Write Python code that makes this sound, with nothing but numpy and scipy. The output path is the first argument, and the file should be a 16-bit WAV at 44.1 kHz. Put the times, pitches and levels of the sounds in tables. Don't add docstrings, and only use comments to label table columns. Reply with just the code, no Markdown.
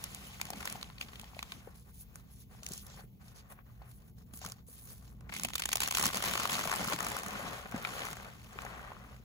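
import sys
import numpy as np
from scipy import signal
from scipy.fft import rfft, irfft, next_fast_len
from scipy.io import wavfile
from scipy.ndimage import uniform_filter1d, map_coordinates

SR = 44100
rng = np.random.default_rng(int(sys.argv[2]) if len(sys.argv) > 2 else 0)


def int16_out(signal):
    q = np.round(np.clip(np.atleast_2d(signal).T, -1, 1) * 32767)
    wavfile.write(sys.argv[1], SR, q.astype(np.int16))


N = 407466


def amp(db):
    return 10 ** (np.asarray(db) / 20)


def unit(x):
    return x / np.sqrt(np.mean(x ** 2) + 1e-20)


def along(points, hz):
    f, v = np.transpose(points)
    return np.interp(np.log(hz + 1), np.log(f + 1), v)


def curves(rows):
    s, *cols = np.transpose(rows)
    return [np.interp(np.arange(N) / SR, s, c) for c in cols]


def wobble(rate):
    knots = rng.standard_normal(int(N * rate / SR) + 4)
    return unit(map_coordinates(knots, [np.arange(N) * rate / SR]))


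def filtered(x, response):
    m = next_fast_len(N + 8192)
    return irfft(rfft(x, m) * response(np.fft.rfftfreq(m, 1 / SR)), m)[..., :N]


def coloured(envelope, spectrum, patchy_db=0):
    z = signal.stft(rng.standard_normal((2, N)), nperseg=256)[2]
    field = rng.standard_normal(z.shape[1:])
    for axis in (0, 1):
        field = uniform_filter1d(field, size=3, axis=axis)
    patched = z * amp(patchy_db * unit(field))
    pair = unit(signal.istft(patched, nperseg=256)[1][:, :N])
    norm = np.sqrt(np.mean(amp(along(spectrum, np.linspace(0, SR / 2, 4000))) ** 2))
    return filtered(envelope * pair, lambda hz: amp(along(spectrum, hz)) / norm)


def burst(t, rise, t60):
    return (1 - np.exp(-t / rise)) * amp(-60 * t / t60)


def crumbs(count, rise, t60, spread_db):
    draw = rng.random((count, 2))
    when = (np.arange(count) + draw[:, 0]) / count
    size = amp(-spread_db * np.log(1 - draw[:, 1]))
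    train = np.bincount((when * N).astype(int), size, N)
    return unit(signal.fftconvolve(train, burst(np.arange(2000) / SR, rise, t60))[:N])


# (frequency [Hz], level [dB])
RUMBLE_COLOUR = [(12, -51), (20, -43), (40, -5), (59, 1.5), (92, -6), (205, -7), (293, -22.5), (401, -24.5),
                 (445, -23.5), (474, -24.5), (516, -32), (871, -35), (1930, -65), (3000, -72.5),
                 (3900, -64), (6600, -120)]
# (frequency [Hz], level [dB])
HISS_COLOUR = [(1500, -45), (3000, -38), (6000, -12), (8500, -26), (11500, 1), (14000, 12), (15500, 9),
               (17000, -37)]
# (frequency [Hz], width [Hz], level [dB])
HUM_LINES = [(60.3, 7.3, -65.5), (120.2, 8, -61), (203.4, 7.1, -72)]


def room():
    sound = coloured(amp(-54.0 + wobble(2.28)), RUMBLE_COLOUR)
    sound = sound + coloured(amp(-72.5 + 1.5 * wobble(5)), HISS_COLOUR)
    for hz, width, db in HUM_LINES:
        line = filtered(rng.standard_normal((2, N)), lambda f: np.exp(-((f - hz) / width) ** 2))
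        sound = sound + amp(db) * unit(line)
    return sound


# (time [s], crumbling lumps level [dB], grit level [dB], graininess [dB])
HAND_FORCE = [(0.0, -57, -53.5, -22), (0.37, -61, -55, -6), (0.6, -55.5, -53.5, 4), (0.68, -51, -48.5, -1),
              (0.77, -54.5, -54.5, 1), (0.83, -60, -58.5, -3), (0.99, -66.5, -66, 0),
              (1.015, -59, -49.5, 7), (1.06, -62, -58, 0), (1.12, -62.5, -60, -3), (1.33, -63.5, -62, -9),
              (1.55, -62.5, -57, -11), (1.75, -69, -82, 3), (1.85, -84.5, -75, -9), (5.1, -91, -84.5, 1),
              (5.27, -60, -72, 7), (5.34, -69, -52, 23), (5.42, -55, -46, 11), (5.52, -66, -56, 5),
              (5.7, -65, -50.5, 17), (5.79, -59, -50, 16), (5.84, -54, -37, 8), (5.9, -67, -55, 15),
              (5.97, -56, -36.5, 2), (6.07, -48, -37.5, 7), (6.11, -54, -45, 4), (6.17, -38, -36, 3),
              (6.21, -54, -46.5, 9), (6.27, -38.5, -38, 13.5), (6.33, -44.5, -38.5, 4),
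              (6.48, -44.5, -43, -1), (6.54, -41.5, -36, 4), (6.62, -44.5, -41, 2), (6.82, -42.5, -43, 10),
              (6.9, -44.5, -43.5, 5), (6.93, -43, -40, 1), (6.98, -46.5, -45.5, -9), (7.03, -42, -45.5, -3),
              (7.15, -44.5, -45.5, 3.5), (7.24, -47, -50.5, 0.5), (7.45, -43, -48.5, -10),
              (7.6, -45.5, -51, 0), (7.69, -55.5, -63, 11.5), (7.75, -41, -50, -5), (7.83, -51, -54, 4),
              (7.9, -45.5, -47.5, -2), (8.05, -45.5, -47, 1), (8.15, -54, -54.5, 2), (8.28, -51.5, -58, -1),
              (8.4, -65.5, -63.5, 8), (8.55, -55.5, -58, -8), (8.67, -48, -57, -7), (8.85, -51, -62.5, 2),
              (9.0, -56.5, -65, -10), (9.14, -60.5, -66, 6), (9.17, -66, -68, -6), (9.24, -71, -70, -3)]
# (frequency [Hz], level [dB])
HEAP_COLOUR = [(30, -70), (70, -12.5), (120, -10), (200, -1.5), (350, -15.5), (700, -29), (1500, -68)]
HARD_DB = -42
HEAP_DB, HEAP_FOLLOWS = -49, 0.78


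def pressing():
    lumps_db, grit_db, _ = curves(HAND_FORCE)
    force_db = (lumps_db + grit_db) / 2 - HARD_DB
    return coloured(amp(HEAP_DB + HEAP_FOLLOWS * force_db + 4.0 * wobble(30)), HEAP_COLOUR)


# (time [s], length [s], grit level [dB], lumps over grit [dB], dust over grit [dB])
FINGER_RUBS = [(0.01, 0.29, -74.5, -12, 13), (1.625, 0.11, -72, 3, 3), (1.749, 0.082, -68.5, -10, 5),
               (1.848, 0.062, -77, 3, 10), (1.945, 0.078, -69, -25, 11.5), (2.026, 0.12, -76, 3, -2),
               (2.155, 0.049, -65, 2.5, 2.5), (2.218, 0.18, -79.5, 4.5, 2), (2.31, 0.12, -68.5, -25, 5),
               (2.51, 0.098, -69, 4, 0.5), (2.627, 0.17, -59, -6.5, -2), (2.73, 0.094, -59.5, -17, 8),
               (2.835, 0.17, -59, -4, -2.5), (2.985, 0.058, -77.5, 17, 10), (3.215, 0.12, -69.5, 4.5, 2),
               (3.354, 0.053, -60.5, 1.5, -3), (3.405, 0.075, -76.5, 9, -22), (3.503, 0.027, -70, 11, 16.5),
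               (3.531, 0.081, -86.5, 19.5, 3), (3.66, 0.12, -80, 9.5, 2), (3.794, 0.12, -77, 10.5, 3),
               (3.897, 0.079, -74.5, 0, 11.5), (3.976, 0.065, -77, 6.5, -1), (4.053, 0.053, -78, 3, 7),
               (4.178, 0.046, -71, -1, -1), (4.266, 0.088, -77, 5, 4), (4.34, 0.053, -69.5, 1, 16),
               (4.419, 0.11, -54.5, -4, -2.5), (4.544, 0.066, -71, 1, -6), (4.681, 0.25, -68.5, -6, 14),
               (4.862, 0.13, -67, -1, 9.5), (5, 0.13, -70.5, 3.5, 5)]
RUB_ATTACK_S, RUB_RELEASE_S = 0.022, 0.028
RUB_SAG_DB, RUB_UNEVEN_DB = 2.5, 2.5


def rubbing():
    t, power = np.arange(N) / SR, np.zeros((3, N))
    for s, length, db, coarse_db, fine_db in FINGER_RUBS:
        near = slice(max(round((s - .1) * SR), 0), round((s + length + .2) * SR))
        before = (s - t[near]) / RUB_ATTACK_S
        after = (t[near] - s - length) / RUB_RELEASE_S
        fade_db = -20 * np.maximum(0, np.maximum(before, after))
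        across = np.clip(2 * (t[near] - s) / length - 1, -1, 1)
        fade_db -= RUB_SAG_DB * (across ** 2 - .5)
        sizes_db = np.array([[coarse_db], [0], [fine_db]])
        power[:, near] += amp(db + sizes_db + fade_db) ** 2
    pressure = np.array([wobble(24.72), wobble(24.95), wobble(24.97)])
    return power * amp(2 * RUB_UNEVEN_DB * pressure)


# (time [s], level
# [dB], pitch [Hz])
LUMP_THUDS = [(0.487, -40, 797), (0.503, -36, 197), (0.503, -28.5, 746), (0.525, -37, 610),
              (0.534, -30, 814), (0.572, -36, 208), (0.606, -34, 1430), (0.654, -32, 1000),
              (0.755, -31, 805), (0.828, -26, 3900), (0.9, -43.5, 1050), (1.012, -21.5, 2700),
              (1.234, -38, 820), (1.367, -34.5, 636), (1.674, -33.5, 495), (1.674, -39, 770),
              (2.549, -47, 850), (2.625, -44, 646), (2.633, -33, 5800), (2.665, -22, 6100),
              (2.707, -32, 173), (2.71, -38, 397), (2.942, -46, 807), (2.992, -43, 756), (3.04, -48, 423),
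              (3.523, -42, 904), (3.699, -53, 1140), (3.818, -38.5, 804), (4.336, -39, 238),
              (4.416, -39.5, 730), (4.442, -36, 920), (4.448, -33.5, 1190), (4.455, -32, 174),
              (4.479, -41, 746), (4.686, -47.5, 480), (5.293, -34, 2200), (5.323, -31, 2200),
              (5.329, -32, 2200), (5.339, -29, 2250), (5.348, -32, 2190), (5.364, -26, 2240),
              (5.435, -31, 2240), (5.555, -29, 1250), (5.391, -39, 250), (5.449, -27, 700),
              (5.654, -38, 241), (5.756, -30.5, 655), (6.034, -24, 1050), (6.321, -30, 1000),
              (6.393, -30, 210), (6.399, -24.5, 1090), (6.418, -27, 1240), (6.524, -30, 188),
              (6.538, -30, 190), (6.586, -42, 180), (6.661, -29, 170), (6.452, -32, 690),
              (6.581, -25, 1310), (6.639, -24, 1260), (6.655, -26, 630), (6.697, -28, 990),
              (6.735, -24, 880), (6.813, -26, 744), (6.85, -28, 1300), (6.875, -27, 183), (6.918, -25, 905),
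              (6.924, -34, 1500), (6.931, -25, 620), (6.937, -28.5, 310), (6.942, -30, 169),
              (7.023, -33, 217), (7.163, -29, 790), (7.743, -19.5, 230), (7.762, -28, 173),
              (7.85, -17, 2400), (8.558, -39, 404), (8.588, -39, 1090), (8.588, -28.5, 2370),
              (8.633, -41, 860), (8.65, -30, 810), (8.668, -35, 1010), (8.848, -37, 1220),
              (8.879, -39, 1160), (8.967, -38, 1260), (9.046, -45, 1200), (9.143, -53, 633),
              (9.198, -42, 150)]
THUD_T60, THUD_DAMPING = 0.039, 0.62
THUD_RISE_CYCLES = 0.26


def thuds():
    out, t = np.zeros(N + SR), np.arange(SR // 8) / SR
    for s, db, hz in LUMP_THUDS:
        t60 = THUD_T60 * (200 / hz) ** THUD_DAMPING
        tone = burst(t, THUD_RISE_CYCLES / hz, t60) * np.sin(2 * np.pi * hz * t)
        overtone = amp(5.5) * burst(t, 0.003, 0.22 * t60) * np.sin(2 * np.pi * 2.66 * hz * t)
        out[round(s * SR):][:len(t)] += amp(db) * (tone + overtone)
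    trimmed = filtered(out[:N], lambda f: f ** 2 / (f ** 2 + 70 ** 2))
    return trimmed * np.array([[1], [.3]])


POPS, POP_HZ, POP_SPREAD = 6000, 1220, 0.34
POP_CYCLES, POP_SIZES_DB = 7, 2.6
POP_DB = -5.5


def pops():
    draw, pitch = rng.random((POPS, 3)), rng.standard_normal(POPS)
    hz = np.clip(POP_HZ * np.exp(POP_SPREAD * pitch), 300, 5000)[:, None]
    cycles = hz * np.arange(512) / SR
    size = amp(-POP_SIZES_DB * np.log(1 - draw[:, 1:2]))
    rows = size * burst(cycles, 0.94, POP_CYCLES) * np.sin(2 * np.pi * cycles)
    where = ((draw[:, :1] * N).astype(int) + np.arange(512)).ravel()
    spot = 1.67 * (draw[:, 2:] - .5)
    pair = [np.bincount(where, (rows * part).ravel(), N)[:N] for part in (np.cos(spot), np.sin(spot))]
    return amp(POP_DB + curves(HAND_FORCE)[0]) * unit(np.array(pair))


LUMP_COLOUR = [(120, -20), (300, -13.5), (450, -2.5), (750, -1), (930, -4.5), (1150, -2), (1350, -4),
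               (1600, -2.5), (1900, -3.5), (2200, -9), (2600, -10), (4000, -20), (7000, -56)]
GRIT_COLOUR = [(800, -82), (2000, 2.5), (3000, 2.5), (5000, -2.5), (7000, -2.5), (8500, -8), (11000, -45)]
DUST_COLOUR = [(5000, -15.5), (8000, -5.5), (9500, 1.5), (11500, -6), (13000, -2.5), (14200, 3.5),
               (15500, -7.5), (17000, -51)]
POWDER_COLOUR = [(800, -40), (1500, -15), (2650, -6), (4180, -3.5), (5030, -5.5), (6000, -4), (7600, -6),
                 (8500, -32), (11000, -42)]
DUST_DB = -3.5
GRIND_DB, GRIND_RATE = 0.5, 68


def crumbling():
    lumps_db, grit_db, grainy_db = curves(HAND_FORCE)
    brushed = rubbing()
    crushed = amp([lumps_db, grit_db, grit_db + DUST_DB])
    levels = np.sqrt(crushed ** 2 + brushed * np.array([[1], [0], [1]]))
    shared = crumbs(count=800, rise=0.0003, t60=0.027, spread_db=2.5)
    grind = amp(GRIND_DB * wobble(GRIND_RATE))

    def stream(level, own, extra_db):
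        powder = grind * amp(1.5 * wobble(35))
        swing = powder + amp(grainy_db + extra_db) * (shared + own)
        return level * swing / np.sqrt(np.abs(uniform_filter1d(swing ** 2, size=8000)))

    lump_breaks = 1.15 * crumbs(count=1500, rise=0.0012, t60=0.026, spread_db=2.6)
    lumps = stream(levels[0], lump_breaks, extra_db=-7)
    grit_breaks = 0.58 * crumbs(count=2500, rise=0.00025, t60=0.0039, spread_db=1.5)
    grit = stream(levels[1], grit_breaks, extra_db=-6)
    dust_breaks = 0.93 * crumbs(count=2500, rise=0.00025, t60=0.003, spread_db=3.0)
    dust = stream(levels[2], dust_breaks, extra_db=-2.5)
    sifted_grains = 0.6 * crumbs(count=1500, rise=0.00023, t60=0.0032, spread_db=5.0)
    sifted = stream(np.sqrt(brushed[1]), sifted_grains, extra_db=-5)

    sound = coloured(sifted, POWDER_COLOUR, patchy_db=3.0)
    sound = sound + coloured(lumps, LUMP_COLOUR, patchy_db=1)
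    sound = sound + coloured(grit, GRIT_COLOUR, patchy_db=2.0)
    return sound + coloured(dust, DUST_COLOUR, patchy_db=2.5)


# (time [s], reference level [dB], body over it [dB], treble over it [dB], nominal length [ms])
CRACK_EVENTS = [(0.039, -27, -25, -5, 2.1), (0.147, -25.5, -40, -7, 1.15), (0.399, -33.5, -6, -23, 1.7),
                (0.4134, -16.5, -20, -12, 1.85), (0.453, -32.5, -10.5, -8, 1.8),
                (0.502, -32, -16, -3.5, 2.7), (0.532, -25.5, -21, -29, 2.8), (0.605, -31, -12.5, -13, 3.7),
                (0.627, -31.5, -10, -15, 2.4), (0.653, -31.5, -9, -2.5, 2.7), (0.674, -17, -18, -22, 2),
                (0.698, -29, -29, -6.5, 1.8), (0.725, -32.5, -13, -3, 1.4), (0.811, -32, -21, -17, 3),
                (0.8279, -18.5, -21, -20.5, 1.4), (0.842, -34, -29, -28, 2.1), (0.9, -36.5, -14, -27, 1.9),
                (0.981, -31.5, -24, -26, 2.4), (1.0118, -18.5, -23.5, -25, 1.65),
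                (1.027, -32, -24, -27, 2.3), (1.084, -36, -15.5, -33, 3.9), (1.132, -33, -13, -35, 1.6),
                (1.155, -32, -29, -22, 3), (1.196, -24, -26, -18, 1.3), (1.213, -36.5, -27, -10, 2.1),
                (1.242, -33, -26, -25, 1.8), (1.347, -33.5, -32, -26, 1.5), (1.391, -22.5, -18, -23.5, 1.6),
                (1.4274, -18.5, -19.5, -19, 1.5), (1.519, -26.5, -15.5, -19, 2.8),
                (2.157, -39, -5.5, 2.5, 0.73), (2.631, -36.5, -16, -11, 2.9), (2.645, -50, -25, 3, 1.2),
                (2.664, -25.5, -40, -10.5, 1.7), (2.687, -41.5, -21, 1, 2.2), (2.719, -47, -10, 6, 1.4),
                (2.733, -47.5, -11, 9, 3.2), (2.777, -49, -15, 10, 2), (2.865, -45.5, -38, -1, 2.8),
                (3.59, -59.5, 14.5, -35, 0.7), (3.82, -49, -9, -22, 2.6), (4.335, -42, -13.5, -7, 4),
                (4.373, -49, -31, 7, 1.3), (4.39, -44, -20, 0, 1.5), (4.415, -43, -10, -7, 1.8),
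                (4.448, -39.5, -6, 0.5, 1.8), (4.461, -27.5, -16.5, -10.5, 2.5), (4.488, -42, -25, -5, 1.1),
                (4.499, -38, -32, -9, 1.1), (4.52, -33, -18, -2, 0.94), (5.207, -48.5, -8, -12, 2.6),
                (5.294, -34.5, -11, -22, 3.6), (5.322, -30, -14, -24, 4.4), (5.337, -30, -18, -12, 3.5),
                (5.347, -30, -25, -18, 6.4), (5.363, -27.5, -23, -11, 3.5), (5.396, -23, -15.5, -9.5, 1.7),
                (5.416, -39, -18, -8, 1.5), (5.426, -38, -18, -8, 1.5), (5.4345, -20.5, -19, -3, 1),
                (5.446, -19.5, -28, -13.5, 4.9), (5.485, -29, -16, -13, 2.7), (5.502, -34, -11, -13, 2.5),
                (5.534, -21.5, -16.5, -19, 1.5), (5.541, -33, -22, -8, 1.2),
                (5.5534, -19.5, -19.5, -8, 3.5), (5.58, -22, -26, -15, 2.8),
                (5.5941, -22.5, -16.5, -11, 4.5), (5.62, -17.5, -23.5, -16.5, 2.2),
                (5.636, -19, -26, -21, 2.5), (5.6549, -17.5, -16, -8.5, 2.4), (5.689, -16, -21.5, -16, 2),
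                (5.716, -16.5, -25, -21, 2.2), (5.729, -14.5, -16, -10, 2.9), (5.755, -17, -19.5, -8, 2.6),
                (5.769, -21.5, -25, -12, 2.5), (5.78, -25, -19, -18, 1.7), (5.803, -14, -21, -12.5, 2.5),
                (5.816, -21, -15.5, -11, 3.9), (5.831, -18.5, -22, -11, 4.7), (5.844, -24.5, -16, -14, 3.9),
                (5.857, -21, -25, -24, 4.6), (5.875, -18.5, -14.5, -5, 1.6), (5.883, -23, -16, -9.5, 3.1),
                (5.909, -15.5, -21.5, -12.5, 2.6), (5.923, -19, -17, -11, 2.1), (5.939, -24, -17, -13, 2),
                (5.947, -19, -18, -10, 5.1), (5.971, -12.5, -15, -11, 1.1), (5.983, -15.5, -14, -11, 1.9),
                (5.994, -20, -13.5, -8.5, 4), (6.011, -23, -10, -12, 2), (6.025, -21, -12, -3, 2),
                (6.037, -20, -10, -9, 3), (6.054, -20.5, -11, -4.5, 3.5), (6.0646, -18, -15, -5.5, 1.4),
                (6.075, -23, -19, -8, 3.2), (6.088, -26, -10, -12, 1.9), (6.102, -28.5, -5, -20, 1.2),
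                (6.132, -24, -15, -13, 1.9), (6.144, -20, -15.5, -14, 1.9), (6.155, -24, -23, -5, 1.7),
                (6.17, -21, -27, -10, 2.3), (6.203, -26, -12, -15, 1.8), (6.223, -18.5, -14, -12, 2.8),
                (6.239, -23, -8, -10, 2.2), (6.256, -22.5, -17, -9.5, 2.4), (6.28, -28, -20, -14, 4.6),
                (6.3116, -21, -14, -14, 1.5), (6.336, -19, -12, -14, 1.6), (6.353, -17, -13, -16, 2.1),
                (6.374, -17, -18, -19, 2.9), (6.397, -18, -18, -15, 4.1), (6.432, -20.5, -17, -9.5, 2),
                (6.454, -16.5, -9.5, -16, 1.3), (6.474, -18, -22, -14, 1.3), (6.495, -21.5, -14, -16, 2.9),
                (6.518, -24, -11, -11, 2.6), (6.529, -25, -11, -7, 3), (6.579, -33, -17, -17, 1.4),
                (6.591, -25, -7, -9, 1.6), (6.601, -29, -7.5, -13, 2.2), (6.61, -23, -10, -14, 2.1),
                (6.638, -30, -11, -7, 2.5), (6.652, -27, -10, -9, 2.3), (6.674, -23.5, -8, -11, 1.6),
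                (6.696, -26.5, -8, -7, 1.2), (6.715, -25.5, -2, -5, 1.4), (6.726, -25.5, -1, -14, 1.8),
                (6.737, -27, -4, -8, 2.6), (6.759, -30, -14, -1, 1.6), (6.799, -32, -13, -11, 1.9),
                (6.813, -30, -8, -7, 1.3), (6.843, -32.5, -5, 0, 2.2), (6.876, -30, -5, -0.5, 1.1),
                (6.898, -32.5, -2, -5, 2.1), (6.922, -24, -3, -14, 2.4), (6.932, -23, -13, -12, 3.2),
                (6.961, -28, -10, -10, 1.6), (6.988, -26.5, -9.5, -13, 2), (7.004, -29.5, 1, -3, 1.7),
                (7.026, -29.5, -7, -7, 3.2), (7.046, -29.5, -11, -2.5, 1.7), (7.066, -26.5, -6.5, -7.5, 2),
                (7.084, -33, -15, -3.5, 2.2), (7.1, -34, -11, -2, 1.9), (7.117, -33, -1, 0, 1.4),
                (7.167, -27.5, 0, -3, 0.74), (7.187, -34.5, -2, -2.5, 1.6), (7.233, -32, -6, -6, 1.8),
                (7.261, -36.5, -1, -5, 2.6), (7.283, -37, -7, 0, 1.2), (7.306, -32, -13, -12, 2.6),
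                (7.331, -40, 1, -5, 1.6), (7.352, -40, 3, -22, 3.3), (7.712, -48, -14, 2, 1.9),
                (7.721, -43, 2.5, -6, 1.9), (7.761, -39.5, 2, -5, 2.1), (7.833, -30, -8, -22, 1.2),
                (7.848, -19, -12.5, -39, 2.8), (7.871, -28, -11, -19, 2), (7.889, -33, -11, -20, 2.4),
                (7.993, -24, -12, -17, 1.3), (8.004, -30, -9, -21, 2.8), (8.018, -25, -9, -28, 1.7),
                (8.034, -27, -9, -26, 1.8), (8.052, -24, -13, -7, 0.96), (8.069, -29.5, -5, -17, 0.8),
                (8.086, -24, -10, -10.5, 0.61), (8.104, -33, -10, -8, 1.2), (8.13, -31.5, -8, -7, 1.4),
                (8.168, -38, -4, -11, 1.7), (8.199, -45, 3, -20, 1.6), (8.531, -42.5, -11, 1, 0.54),
                (8.588, -26, -9.5, -27, 1.1), (8.619, -36, -9, -10, 1.7), (8.649, -39, -18, -7, 2),
                (8.691, -45, -7, -23, 1.9)]
# (frequency [Hz], level relative to the crack [dB] or,
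# above RING_SPLIT_HZ, to its treble [dB], t60 before scaling by crack length [s])
RING_MODES = [(1180, -26, 0.014), (2350, -19.5, .012), (3630, -16, 0.0099), (4270, -32, 0.0051),
              (6400, -9, 0.0056), (7300, -9, .006)]
RING_SPLIT_HZ = 5000
RING_PITCH_SPREAD, RING_SPREAD_DB = .06, 3.5


def ringing():
    out, t = np.zeros(N + SR), np.arange(SR // 30) / SR
    hz, level_db, t60 = np.transpose(RING_MODES)[:, :, None]
    draw = rng.standard_normal((len(CRACK_EVENTS), 3, len(RING_MODES), 1))
    for (s, db, _, treble_db, ms), (pitch, strength, phase) in zip(CRACK_EVENTS, draw):
        gain = amp(db + level_db + RING_SPREAD_DB * strength + treble_db * (hz > RING_SPLIT_HZ))
        rise = max(ms, .3) / 1000
        swell = (1 - np.exp(-t / rise)) * burst(t, rise, t60 * (0.49 + 0.28 * ms))
        turns = hz * (1 + RING_PITCH_SPREAD * pitch) * t + phase
        modes = gain * swell * np.sin(2 * np.pi * turns)
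        out[round(s * SR):][:len(t)] += np.sum(modes, axis=0)
    return out[:N] * np.array([[1], [.3]])


CHIP_COLOUR = [(1000, -37), (2000, -3.5), (3000, -0.5), (4500, -4.5), (7000, -26.5)]
FLAKE_COLOUR = [(2500, -48), (4500, -9), (6500, -3), (8500, -2), (11000, -11.5)]
BODY_COLOUR = [(200, -13.5), (500, -7), (1000, -1.5), (1600, -0.5), (2400, -7.5), (4000, -39)]
CHIP_DB, PUFF_DB = -13.5, -7
SHED_DB, SHED_T60 = -37, .025


def cracks():
    tracks = np.zeros((4, N + SR))
    t = np.arange(SR // 20) / SR
    shed = amp(SHED_DB) * burst(t, 0.0093, SHED_T60)
    for s, db, body_db, treble_db, ms in CRACK_EVENTS:
        u = 1000 * t / (max(ms, .3) * np.array([[.7], [.7], [.9], [.8]]))
        swell = (u * np.exp(1 - u)) ** 1.4
        parts_db = np.array([[CHIP_DB], [treble_db], [body_db], [PUFF_DB + treble_db]])
        tracks[:, round(s * SR):][:, :len(t)] += amp(db + parts_db) * (swell + shed)
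    splinters = amp(4.7 * wobble(2000))
    splinters = splinters / np.sqrt(np.abs(uniform_filter1d(splinters ** 2, size=130)))
    chip, flake, body, dust = tracks[:, :N]
    sound = coloured(chip * splinters, CHIP_COLOUR, patchy_db=2.5)
    sound = sound + coloured(flake * splinters, FLAKE_COLOUR, patchy_db=1.5)
    sound = sound + coloured(dust * splinters, DUST_COLOUR, patchy_db=3)
    return sound + coloured(body, BODY_COLOUR)


# (frequency [Hz], likeness [0 to 1])
PORT_LIKENESS = [(40, 0.66), (150, 0.93), (400, 0.43), (1000, 0.34), (3000, 0.52), (5000, 0.11),
                 (6300, 0.7), (8500, 1), (15000, 0.84)]
# (frequency [Hz], lead [rad])
PORT_LEAD = [(0, 0), (1000, .5), (1720, 2.4), (3100, 3.3), (4500, 5.8), (5200, 9), (6200, 6.2),
             (16000, -6.3)]
# (frequency [Hz], left minus right [dB])
PORT_TILT = [(60, -5), (92, -2), (140, 6.5), (210, -6.5), (330, 2), (500, 14.5), (770, 3), (1170, 10),
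             (1790, 4), (2740, 2.5), (4190, -3), (6410, -2), (9810, 1.5), (15000, -0.5)]


def ports(pair, tilt):
    def turn(hz):
        u = np.arccos(np.clip(along(PORT_LIKENESS, hz), -1, 1)) / 2
        return np.array([np.cos(u), np.sin(u)])

    def place(hz):
        lead = np.interp(hz, *np.transpose(PORT_LEAD))
        half = amp(tilt * along(PORT_TILT, hz) / 2) * np.exp(.5j * lead)
        return np.array([half, 1 / half])

    mid, side = filtered(pair, turn)
    return filtered(np.array([mid + side, mid - side]), place)


# (delay [s], left level [dB], right level [dB])
DESK_ECHOES = [(.0009, -20.5, -65), (.0027, -24, -15.5)]


def echoed(x):
    def reflections(hz):
        return 1 + sum(amp([[left_db], [right_db]]) * np.exp(-2j * np.pi * hz * s)
                       for s, left_db, right_db in DESK_ECHOES)

    near = filtered(x, reflections)
    tail = rng.standard_normal((2, SR // 4)) * burst(np.arange(SR // 4) / SR, .004, 0.077)
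    tail = tail / np.linalg.norm(tail[0])
    dull = filtered(x, lambda hz: 1 / (1 + (hz / 5000) ** 2))
    return near + amp(-16) * signal.fftconvolve(dull, tail, axes=1)[:, :N]


THUD_LAG_S = .00006


def scene():
    def lag(hz):
        return np.exp(-1j * np.pi * hz * THUD_LAG_S * np.array([[1], [-1]]))

    chalk = ports(crumbling() + pops() + cracks() + ringing() + pressing(), tilt=0.66)
    lumps = filtered(ports(thuds(), tilt=0.74), lag)
    return echoed(chalk + lumps) + ports(room(), tilt=0.21)


TOP_HZ = 16900


def record(dry):
    return filtered(dry, lambda hz: (hz < TOP_HZ) * along([(15900, 0.91), (16100, 0.02)], hz))


dry = scene()
out = record(dry)
int16_out(out)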